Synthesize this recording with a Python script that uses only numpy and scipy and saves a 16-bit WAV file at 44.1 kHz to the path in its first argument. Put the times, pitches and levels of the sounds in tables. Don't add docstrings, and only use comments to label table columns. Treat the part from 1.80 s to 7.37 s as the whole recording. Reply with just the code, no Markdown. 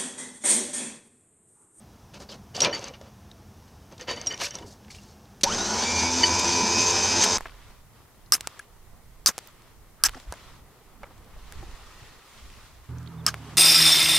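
import sys
import numpy as np
from scipy import signal
from scipy.fft import rfft, irfft, next_fast_len
from scipy.io import wavfile
from scipy.ndimage import uniform_filter1d

SR = 44100
rng = np.random.default_rng(int(sys.argv[2]) if len(sys.argv) > 2 else 0)


def inscribe(sig):
    pcm = np.round(np.clip(np.atleast_2d(sig).T, -1, 1) * 32767)
    wavfile.write(sys.argv[1], SR, pcm.astype(np.int16))


def boost_factor(decibels):
    exponent = np.asarray(decibels, float) / 20
    return 10 ** exponent


N = 245857
TIME = np.arange(N) / SR
COARSE = TIME[::32]

BARS = 29
MESH = 10.588
START_S, TAUT_S = 3.64, 4.41
SLOW_S = .265

# t/s, drag on the bar rate/Hz, rasp level/dB, mount shake/dB, brush bite/dB
EFFORT = [(3.64, 59.5, -31.5, -17, -2.5), (3.685, -190, -32.5, -9, 2), (3.725, 0, -29, -6, 5.5),
          (3.77, 1, -29, -9, -10), (3.96, 5, -27.5, -2.5, -9), (4.04, 5.5, -25.5, -1.5, -8),
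          (4.06, 5, -27.5, -5.5, 0), (4.28, 0, -27, 3.5, 3), (4.31, -1, -28, 4, -8),
          (4.43, -11, -25, 5, -2.5), (4.55, -15, -25.5, -1, 0.5), (4.72, -34, -26, 2.5, 2),
          (4.84, -28, -26.5, 3.5, 3), (4.95, -15, -25, 0.5, 1), (5.12, -3, -24.5, 0, -0.5),
          (5.3, -7.5, -25, -12, 0.5), (5.45, -3, -23.5, -10.5, -1.5), (5.58, 10.5, -25.5, -22, -15)]
# f/Hz, width/Hz, level/dB
FRAME = [(83.6, 7.4, 22), (232, 42, 19), (341, 20, 17.5), (435.7, 12.6, 21.5), (911, 214, 24),
         (1300, 220, 11.5), (2304, 220, 16), (2518, 83, 14.5), (3040, 340, 24), (3900, 450, 17.5),
         (4560, 200, 14), (4970, 290, 16.5), (7000, 320, 14), (7450, 430, 9)]
# slack level/dB, taut level/dB
BAR_TONES = [(-49, -52), (-58.5, -52), (-53, -54), (-55.5, -55.5)]
# slack level/dB, taut level/dB
MOUNT_TONES = [(-62.5, -61.5), (-53.5, -57.5), (-73, -57.5), (-64.5, -59.5), (-63, -63.5), (-64.5, -57)]
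ORDERS = [MESH / 9, 2 * MESH / 9, 4 * MESH, 10, 11, 12, 17, 36, 54, 55, 56, 57, 59, 60, 61, 63, 70.4, 72,
          77, 82, 85, 26, 28, 30]
ORDERS_DB = [-22, -34, -18, -21, -18, -25, -43, -27, -29, -16, -19.5, -22, -11, -31, -20, -18.5, -12.5, -13,
             -17, -21, -28.5, -43, -26.5, -28]
# f/Hz, level per Hz/dB
RASP = [(760, -41), (1300, -15), (2040, -11.5), (2400, -10), (2660, -9), (3440, -10.5), (3590, -11),
        (3940, -9.5), (4880, -4.5), (5600, -3.5), (6150, -0.5), (6750, -11), (7400, -9.5), (7850, -16.5),
        (8600, -16), (10000, -28), (13000, -61), (22000, -120)]
# f/Hz, level per Hz/dB
SPARKS = [(8000, -25), (10500, -2), (12500, -3), (14500, -11), (15700, -22)]
# f/Hz, level per Hz/dB
RUMBLE = [(24, -51), (40, -15), (91, -0.5), (152, -14), (209, 2.5), (296, -8), (334, -1.5), (433, -1.5),
          (467, -4), (642, -6), (966, -3), (1180, -12.5), (1500, -9), (1950, -15.5), (3300, -120)]
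# f/Hz, level re rasp/dB, t60/s
HOUSING = [(6300, -13.5, 0.02), (1510, -31, 0.094), (978, -15, 0.021), (5560, -17.5, 0.025),
           (4535, -20.5, 0.03), (3680, -22.5, 0.05), (6116, -13, 0.029), (6440, -20, 0.016),
           (7200, -22, .012)]
# f/Hz, level/dB, t60/s
COVER = (1455, 0, 0.11)
# t/s, level/dB
JOLTS = [(4.03, 1.6), (4.2, 4.1), (4.55, 2.4), (4.6, 4.3), (4.725, 3), (4.83, 1.5), (5.0, 3), (5.075, 5.3),
         (5.105, 4.6), (5.24, 5.9), (5.32, 3.1), (5.42, 5.1), (5.56, 1.9)]

# f/Hz, level/dB, t60/s
CONTACTOR = [(400, -12, .06), (564, -7.5, 0.078), (2400, -11, 0.055), (3400, -32, 0.013), (4410, 7, 0.012),
             (3950, -1, .02), (5850, 8, 0.018), (6180, 5, 0.016), (8200, -25, 0.007), (9400, -5, 0.01),
             (12200, -24, 0.06)]
# t/s, peak level/dB
BOUNCES = [
    (3.6335, -7),
    (3.6352, -2),
    (3.6365, -2),
    (3.6385, -7),
    (3.641, -5),
    (3.6448, -12),
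    (3.651, -20),
]

# t/s, hold/s, hiss level/dB, body re hiss/dB, top re hiss/dB
SCRAPES = [(0.34, 0.024, -52.5, 6, -8), (0.402, 0.018, -54, 13.5, -0.5), (0.493, 0.053, -54, 10.5, -3.5),
           (0.75, 0.05, -47, 12, -4), (0.819, 0.015, -33, 3, -3.5), (0.84, 0.013, -27.5, -0.5, -32),
           (0.867, 0.045, -50, 18, -30), (0.935, 0.02, -41.5, 3, -17), (0.968, 0.044, -53.5, 10.5, -6),
           (1.027, 0.062, -48.5, 8, -12), (1.138, .008, -52.5, 0, -27), (1.21, 0.07, -64, 13.5, -15),
           (1.878, .004, -64.5, -2, -6), (2.116, 0.013, -57.5, 10.5, -12), (2.197, 0.032, -51, 6.5, -8.5),
           (2.283, 0.041, -39, 2.5, -15.5), (2.365, 0.084, -52.5, 10, -11), (2.466, 0.042, -49.5, 9.5, -5),
           (2.517, 0.091, -55, 9.5, -11), (2.597, .016, -45, -4, -4.5), (2.614, 0.015, -37.5, -3, -7),
           (2.635, 0.027, -40, -7, -2.5), (2.742, 0.019, -51, 10.5, -5), (2.78, 0.054, -65, 20, 0),
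           (2.863, 0.07, -70.5, 16, 11), (3.105, .006, -53, -26, -0.5), (3.127, 0.19, -68.5, -13, 3.5)]
# f/Hz, level per Hz/dB
SCRAPE_HISS = [(880, -8.5), (1500, -5), (2060, -5), (2380, -4), (2590, 1), (4440, -6.5), (6500, -9),
               (8450, -87), (14300, -120)]
# f/Hz, level per Hz/dB
SCRAPE_TOP = [(2650, -38), (4500, -5.5), (7330, -10.5), (8030, -12.5), (8880, -16), (13500, -25.5),
              (16000, -45)]
# f/Hz, level per Hz/dB
SCRAPE_BODY = [(59, -37), (100, 0.5), (300, 1.5), (528, 4.5), (589, 4.5), (659, 2.5), (965, -4.5),
               (1050, -3.5), (1900, -20.5), (2470, -71), (4180, -120)]
# f/Hz, level/dB, t60/s
STEEL = [(580.4, 0, 0.15), (1000, 3, 0.064), (2357, 5, 0.034), (3000, 5, 0.05), (3560, -13, 0.023),
         (4590, -4, 0.047), (5400, -17, .03)]
# t/s, hold/s, low level/dB, middle level/dB, high level/dB
RATTLES = [(0.747, 0.055, -58, -46, -47), (0.929, 0.026, -42, -43, -36), (1.02, .07, -60, -64, -55),
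           (1.14, 0.02, -63, -66, -70), (1.28, 0.015, -74, -72, -71), (2.2, 0.024, -51, -53, -56),
           (2.28, 0.039, -43, -40, -44), (2.325, 0.027, -56, -64, -49), (2.368, 0.038, -53, -53, -50),
           (2.42, 0.018, -56, -58, -57), (2.505, 0.038, -44, -52, -50), (2.71, 0.012, -51.5, -46, -61),
           (2.76, 0.036, -62, -57, -68), (2.825, 0.024, -67, -64, -67)]
# which of the three levels, f/Hz, level/dB, t60/s
RATTLE_LINES = [(0, 1870, -4, .03), (0, 2140, -0.5, 0.024), (0, 2360, -6, 0.033), (1, 2995, -1, 0.03),
                (1, 3500, -9, 0.027), (1, 2800, -8.5, 0.034), (2, 4590, 1, 0.087), (2, 6740, -12, 0.12)]

# f/Hz, level/dB, t60/s
HOOK = [(2995, 11, 0.041), (1856, 5.5, 0.026), (6740, -4, 0.13), (9370, 7, 0.28), (4590, 6, 0.078),
        (2310, -8.5, 0.043), (2045, -0.5, 0.029)]
# t/s, peak level/dB, then the share of each of the first three modes/dB
HOOK_HITS = [(0.9268, -24.5, -1.5, 4, -5), (2.207, -47, 5, -7, -9), (2.28, -37, 0, 1, -4),
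             (2.289, -33, -14, 2, -14), (2.303, -33, -12, -8, -11), (2.3154, -43, 15, 5, -15),
             (2.372, -36, -1, -2, -9), (2.507, -35, 19, -7, -15), (2.511, -36, -4, 7, -11),
             (2.5349, -35, 20, 20, -3), (2.824, -51, 6, 13, -9), (4.431, -15.5, -11, -25, -26),
             (4.436, -14, 7.5, 9.5, -26)]
# f/Hz, level/dB, t60/s
SHACKLE = [(5700, -4, 0.1), (5840, -25, .06), (3070, -18, 0.03), (6640, -26, 0.041), (9600, -27, 0.013)]
# t/s, peak level/dB, freedom to ring 0-1
SHACKLE_HITS = [(0.819, -7.5, 0.68), (0.9118, -35, 1), (2.47, -13.5, 0.76), (2.504, -37, .4),
                (2.5431, -27, 0.27), (2.566, -43, .4), (2.5995, -35, 0.6), (2.621, -31, .4),
                (2.633, -32, 0.5), (2.653, -28, .3), (2.664, -31, 0.4), (2.734, -43, .5), (2.708, -35, 0.7),
                (2.7518, -30, 0.6)]
# f/Hz, level/dB, t60/s
PAWL = [(6240, 4.5, 0.013), (5030, -15, 0.0049), (7400, 0, 0.0039), (7900, -3, 0.0049)]
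# t/s, peak level/dB
PAWL_TICKS = [(0.9487, -26), (0.9931, -29), (1.042, -22), (1.083, -28), (2.1235, -40.5), (2.211, -28),
              (2.313, -23), (2.3625, -32), (2.414, -23), (2.462, -25), (2.525, -26), (2.577, -33),
              (2.708, -25), (2.7538, -21.5), (2.926, -40)]
# t/s, peak level/dB, centre f/Hz, t60/s, width over centre
SNAPS = [(0.846, -14, 3510, 0.027, 1.04), (1.2125, -39.5, 3030, 0.012, 1.3),
         (1.514, -42.5, 3820, 0.012, 1.3), (2.179, -37, 4650, 0.015, 0.49), (2.226, -45, 4610, 0.012, 0.9),
         (2.471, -23, 5700, 0.021, 1.1), (2.5757, -32, 4500, .01, .9), (2.616, -24, 3000, 0.014, 1.4),
         (2.785, -34, 3560, 0.015, 1.5), (0.765, -23, 4800, 0.013, .4), (2.421, -40, 3000, .012, .8),
         (3.1465, -38, 3000, 0.013, 1.1), (3.081, -45, 2300, .012, .5), (3.047, -45, 2680, 0.0082, 0.56),
         (3.3937, -54, 3590, 0.015, 0.9), (3.454, -49.5, 3560, 0.014, 0.24),
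         (3.5189, -58, 2850, 0.015, 0.9), (4.594, -13, 6180, 0.019, 1.2)]
# t/s, peak level/dB, centre f/Hz, t60/s, width over centre
CRUNCHES = [(0.3396, -52, 2780, 0.039, 0.93), (0.4865, -37, 4280, 0.13, 0.23),
            (0.7476, -27.5, 4300, 0.079, 0.55), (1.1378, -43, 2830, 0.035, 0.56),
            (3.103, -40, 3910, 0.049, 1.6), (3.146, -38.5, 5500, 0.093, 1.3),
            (5.4367, -3.5, 6300, 0.035, 2.3)]
# t/s, peak level/dB, centre f/Hz, t60/s, width over centre
SWITCH = (3.6095, -29, 5200, .026, 1.6)
# t/s, peak level/dB, centre f/Hz, t60/s, width over centre
JERK = (.8035, -9, 4600, .02, .6)
# t/s, peak level/dB, f/Hz, t60/s
PINGS_AND_KNOCKS = [(.7653, -25, 5300, .014), (.778, -28.5, 710, .05), (.8471, -14, 3550, 0.014),
                    (.8476, -15, 4600, .016), (.853, -20, 978, 0.071), (.856, -21, 2380, 0.076),
                    (.872, -25, 583, 0.15), (1.11, -39, 504, 0.041), (1.138, -43, 2820, .05),
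                    (1.2127, -37.5, 590, 0.018), (1.514, -40, 3770, 0.015), (2.288, -33.5, 1030, .04),
                    (2.308, -28.5, 1040, 0.053), (2.6077, -31, 4400, 0.017), (2.6145, -28, 954, 0.037),
                    (2.644, -25, 2350, 0.02), (3.103, -41, 2200, .025), (3.147, -45, 2400, 0.013),
                    (3.185, -44, 2780, 0.042), (5.44, -24.5, 2220, 0.021), (5.461, -17, 970, 0.028),
                    (.523, -39, 3120, .04), (.49, -41, 4590, .04), (.905, -33, 580, 0.055), (1.072, -46, 500, .05),
          (2.215, -40, 504, 0.12), (2.395, -43, 500, .08), (2.283, -34, 500, 0.1), (2.334, -33, 475, 0.087),
          (2.312, -35, 3800, .06), (2.366, -41, 1970, .06), (2.616, -31, 1260, 0.044),
          (2.618, -31, 1710, .04), (2.62, -30.5, 683, 0.056), (2.645, -37, 1650, .03),
          (2.755, -40, 970, .08), (2.755, -42, 1330, .04), (2.795, -44, 960, .08), (2.83, -41.5, 956, .08),
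          (2.785, -45, 3560, .04), (2.81, -39, 327, 0.085), (2.845, -38, 400, 0.082),
          (2.847, -39, 109, 0.08), (4.441, -29, 924, .15), (4.56, -26, 917, 0.12), (4.83, -21.5, 215, .1),
          (4.97, -24, 242, 0.087), (5.04, -28, 365, 0.088), (5.46, -26.5, 664, 0.1)]

# f/Hz, level per Hz/dB
TRAFFIC = [(12, -60), (30, -9), (81, 4), (139, -0.5), (162, -7), (203, 2.5), (249, -8.5), (510, -13),
           (539, -17), (729, -12), (848, -13.5), (931, -15), (1800, -24), (2340, -62), (3960, -120)]
# f/Hz, level per Hz/dB
HISS = [(1060, -37), (1800, -5), (3140, -5.5), (3410, -5.5), (4210, -8), (5800, -3), (7220, -10.5),
        (10000, -12.5), (13000, -13), (16000, -15)]


def motor():
    drag_hz, rasp_db, shake_db, bite_db = curves(EFFORT)
    on = np.maximum(TIME - START_S, 0)
    bar_hz = 2534.4 + drag_hz - 924.2 * np.exp(-on / .053) - 1108.7 * np.exp(-on / SLOW_S)
    turns = np.cumsum(bar_hz / BARS * (on > 0)) / SR
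    out = whine(bar_hz, turns, shake_db, bite_db) + weak_lines(bar_hz, turns, rasp_db)
    out += brush_rasp(turns, rasp_db) + rumble(turns, rasp_db, on)
    return out * np.clip(on / 0.0038, 0, 1)


def tone(order, turns, db, wobble_db):
    level = np.sqrt(2) * boost_factor(db + wobble_db * walk(19))
    return level * np.sin(2 * np.pi * order * turns + 0.29 * walk(30))


def whine(bar_hz, turns, shake_db, bite_db):
    taut = np.clip((TIME - TAUT_S) / 0.051 + .5, 0, 1)
    turn_hz = np.interp(COARSE, TIME, bar_hz) / BARS

    def framed(order, slack_db, taut_db):
        power = 1
        for hz, width, db in FRAME:
            detune = 2 * (order * turn_hz - hz) / width
            power = power + boost_factor(2 * db) / (1 + detune ** 2) ** 2
        lift = np.interp(TIME, COARSE, np.sqrt(power))
        return lift * tone(order, turns, slack_db + taut * (taut_db - slack_db), 2.0)

    bar_orders = (BARS, 2 * BARS, 3 * BARS, BARS - 2)
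    first, second, third, side = (framed(k, *db) for k, db in zip(bar_orders, BAR_TONES))
    out = boost_factor(bite_db) * (first + side)
    out += boost_factor(3.9 * (1 - taut) * walk(24.92)) * second
    out += third * (bar_hz / bar_hz[-1]) ** 2
    mount_orders = (3, 4, 5, MESH, MESH + 1)
    out += boost_factor(shake_db) * sum(framed(k, *db) for k, db in zip(mount_orders, MOUNT_TONES[1:]))
    return out + boost_factor(0.17 * shake_db) * framed(1, *MOUNT_TONES[0])


def weak_lines(bar_hz, turns, rasp_db):
    speed_db = 120 * np.log10(bar_hz / bar_hz[-1])
    return sum(tone(k, turns, db + rasp_db + speed_db, 2.8) for k, db in zip(ORDERS, ORDERS_DB))


def brush_rasp(turns, rasp_db):
    rasp = .55 * unit(per_turn(turns, 4., 2.5)) + .84 * unit(grit(N, 2.5))
    jolt_db = jolts()
    out = boost_factor(rasp_db - 4.0 + 0.17 * jolt_db + 1.65 * walk(60)) * colour(rasp, RASP)
    out += boost_factor(rasp_db - 37.5) * colour(grit(N, 1.5), SPARKS)
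    for k, (hz, db, t60) in enumerate(HOUSING, start=1):
        mode = unit(ring(np.roll(rasp, shift=1999 * k), [(hz, 0, t60)]))
        level_db = rasp_db + db + 3.2 * walk(60) + 1.1 * walk(8)
        out += boost_factor(level_db + jolt_db * (hz > 2000)) * mode
    buzz = np.clip(np.minimum(TIME - 3.74, 4.0 - TIME) / 0.047, 0, 1)
    return out + boost_factor(rasp_db - 15) * buzz * unit(ring(rasp, [COVER]))


def jolts():
    swell_s = 0.017
    swells = sum(db * np.exp(-((COARSE - s) / swell_s) ** 2) for s, db in JOLTS)
    return np.interp(TIME, COARSE, swells)


def rumble(turns, rasp_db, on):
    shudder = 0.46 * unit(per_turn(turns, 5., 3.3)) + 1.04 * rng.standard_normal(N)
    rumble_db = -7 + 2 * np.exp(-on / SLOW_S)
    return boost_factor(rasp_db + rumble_db + walk(40)) * colour(shudder, RUMBLE)


def per_turn(turns, lasts, spread_db):
    table = grit((200, 400), spread_db)
    row = turns / lasts
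    index = row.astype(int)
    blend = np.pi / 2 * (row % 1)
    angle = ((turns % 1) * table.shape[1]).astype(int)
    return np.cos(blend) * table[index, angle] + np.sin(blend) * table[index + 1, angle]


def contactor():
    out = np.zeros(N)
    for s, db in BOUNCES:
        crack = band(burst(0.005, size=4000), [3000, 7500])
        add(out, s, db, unit(ring(burst(0.0024, size=4000), CONTACTOR)) + .5 * unit(crack))
    return signal.sosfilt(signal.butter(2, 12500, fs=SR, output="sos"), out)


def scrapes():
    hiss_db, body_db, top_db = np.transpose(SCRAPES)[-3:]
    fade, body_fade = 491, 346
    rub = grit(N, 4.4)
    steel = ring(drags(SCRAPES, fade, hiss_db) * rub, STEEL)
    hiss = drags(SCRAPES, fade, hiss_db + 1.0) * colour(rub, SCRAPE_HISS)
    body = drags(SCRAPES, body_fade, hiss_db + body_db - 5.0) * colour(rub, SCRAPE_BODY)
    top = drags(SCRAPES, fade, hiss_db + top_db + 3.0) * colour(rub, SCRAPE_TOP)
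    out = boost_factor(hiss_db.max() + 2.0) * steel / np.abs(steel).max()
    for layer in (hiss, body, top):
        out += boost_factor(1.9 * walk(120)) * layer
    return out


def rattles():
    catches = unit(grit(N, 6.6))
    pushes = [drags(RATTLES, 900., db) * catches for db in np.transpose(RATTLES)[-3:]]
    out = 0
    for which, hz, db, t60 in RATTLE_LINES:
        p = pole(hz, t60)
        line = signal.lfilter([1], [1, -p], pushes[round(which)]).imag
        out += boost_factor(db) * np.sqrt(2 - 2 * abs(p) ** 2) * line
    return out


def drags(rows, fade_db_per_s, levels_db):
    swell = 0
    for (s, hold, *_), db in zip(rows, levels_db):
        grip_db = 2300 * np.clip(s - COARSE, 0, 1)
        slip_db = fade_db_per_s * np.clip(COARSE - s - hold, 0, 1)
        swell = swell + boost_factor(db - grip_db - slip_db)
    return np.interp(TIME, COARSE, swell)


def clinks():
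    out = np.zeros(N)
    hook(out)
    shackle(out)
    for s, db in PAWL_TICKS:
        add(out, s, db + 1, pawl())
    strands(out)
    for s, db, hz, t60 in PINGS_AND_KNOCKS:
        add(out, s, db, struck([(hz, 0, t60)], 0.71))
    return signal.sosfilt(signal.butter(3, 7730, fs=SR, output="sos"), out)


def hook(out):
    for s, db, *shares in HOOK_HITS:
        shares = shares + [-27] + [0] * len(HOOK)
        modes = [(hz, level + share, t60) for (hz, level, t60), share in zip(HOOK, shares)]
        add(out, s, db + 6.0, struck(modes, 4.3, since=int(s * SR) / SR))


def shackle(out):
    for s, db, free in SHACKLE_HITS:
        modes = [(hz, level, t60 * free) for hz, level, t60 in SHACKLE]
        add(out, s, db + 0.13, struck(modes, 0.37))


def pawl():
    t = np.arange(2000) / SR
    sweep_hz, sweep_s, sweep_t60_s = 2200, .0012, .008
    cycles = PAWL[0][0] * t + sweep_hz * sweep_s * np.exp(-t / sweep_s)
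    flick = boost_factor(-60 * t / sweep_t60_s) * np.sin(2 * np.pi * (cycles - cycles[0]))
    return struck(PAWL, 0.25, len(t)) + flick


def strands(out):
    size = 12000
    for s, db, hz, t60, width in SNAPS + CRUNCHES + [SWITCH, JERK]:
        edges = np.clip([hz / (1 + width), hz * (1 + width)], 100, SR / 2.2)
        onset = 1 - np.exp(-np.arange(size) / SR / (0.2 * t60))
        add(out, s, db, band(onset * burst(t60, size), edges))


def struck(modes, contact_ms, size=12000, since=0.):
    t = np.arange(size) / SR
    lines = sum(boost_factor(db - 60 * t / t60) * np.sin(2 * np.pi * hz * (t + since)) for hz, db, t60 in modes)
    return lines * np.clip(1000 * t / contact_ms, 0, 1)


def night():
    traffic = boost_factor(-50 + 0.09 * walk(3.9)) * colour(rng.standard_normal(N), TRAFFIC)
    return traffic + boost_factor(-62.5 + .3 * walk(3)) * colour(rng.standard_normal(N), HISS)


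def unit(x):
    return x / np.sqrt(np.mean(x ** 2))


def colour(x, shape):
    hz, db = np.transpose(shape)
    size = next_fast_len(N, True)
    freqs = np.maximum(np.arange(size // 2 + 1) * SR / size, 1)
    gain = boost_factor(np.interp(np.log(freqs), np.log(hz), db, left=-99, right=-99))
    return unit(irfft(rfft(x, size) * gain, size)[:N])


def band(x, edges):
    return signal.sosfilt(signal.butter(2, edges, "band", fs=SR, output="sos"), x)


def curves(rows):
    s, *columns = np.transpose(rows)
    return [np.interp(TIME, s, c) for c in columns]


def walk(rate):
    steps = rng.standard_normal(int(N / SR * rate * 8) + 9)
    steps = uniform_filter1d(uniform_filter1d(steps, size=8), size=8)
    return np.interp(TIME * rate * 8, np.arange(len(steps)), unit(steps))


def grit(shape, spread_db):
    excess = np.minimum(rng.exponential(size=shape), np.pi)
    return rng.standard_normal(shape) * boost_factor(spread_db * excess)


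def burst(t60, size):
    return rng.standard_normal(size) * np.exp(-np.log(1000) * np.arange(size) / SR / t60)


def pole(hz, t60):
    return np.exp((2j * np.pi * hz - np.log(1000) / t60) / SR)


def ring(push, modes):
    out = 0
    for hz, db, t60 in modes:
        line = signal.lfilter([1], [1, -pole(hz, t60)], push).imag
        out = out + boost_factor(db) * line / np.abs(line).max()
    return out


def add(out, s, db, sound):
    i = int(s * SR)
    out[i:i + len(sound)] += (boost_factor(db) * sound / np.abs(sound).max())[:N - i]


def scene():
    return np.tile(motor() + contactor() + scrapes() + clinks() + night() + rattles(), (2, 1))


def roll_off(x):
    return signal.sosfilt(signal.butter(12, 15820, fs=SR, output="sos"), x)


def record(dry):
    rounded = np.tanh(.6 * dry) / .6
    mix = signal.sosfilt(signal.ellip(8, .2, 60, 15800, fs=SR, output="sos"), rounded)
    return roll_off(mix)


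dry = scene()
out = record(dry)
inscribe(out)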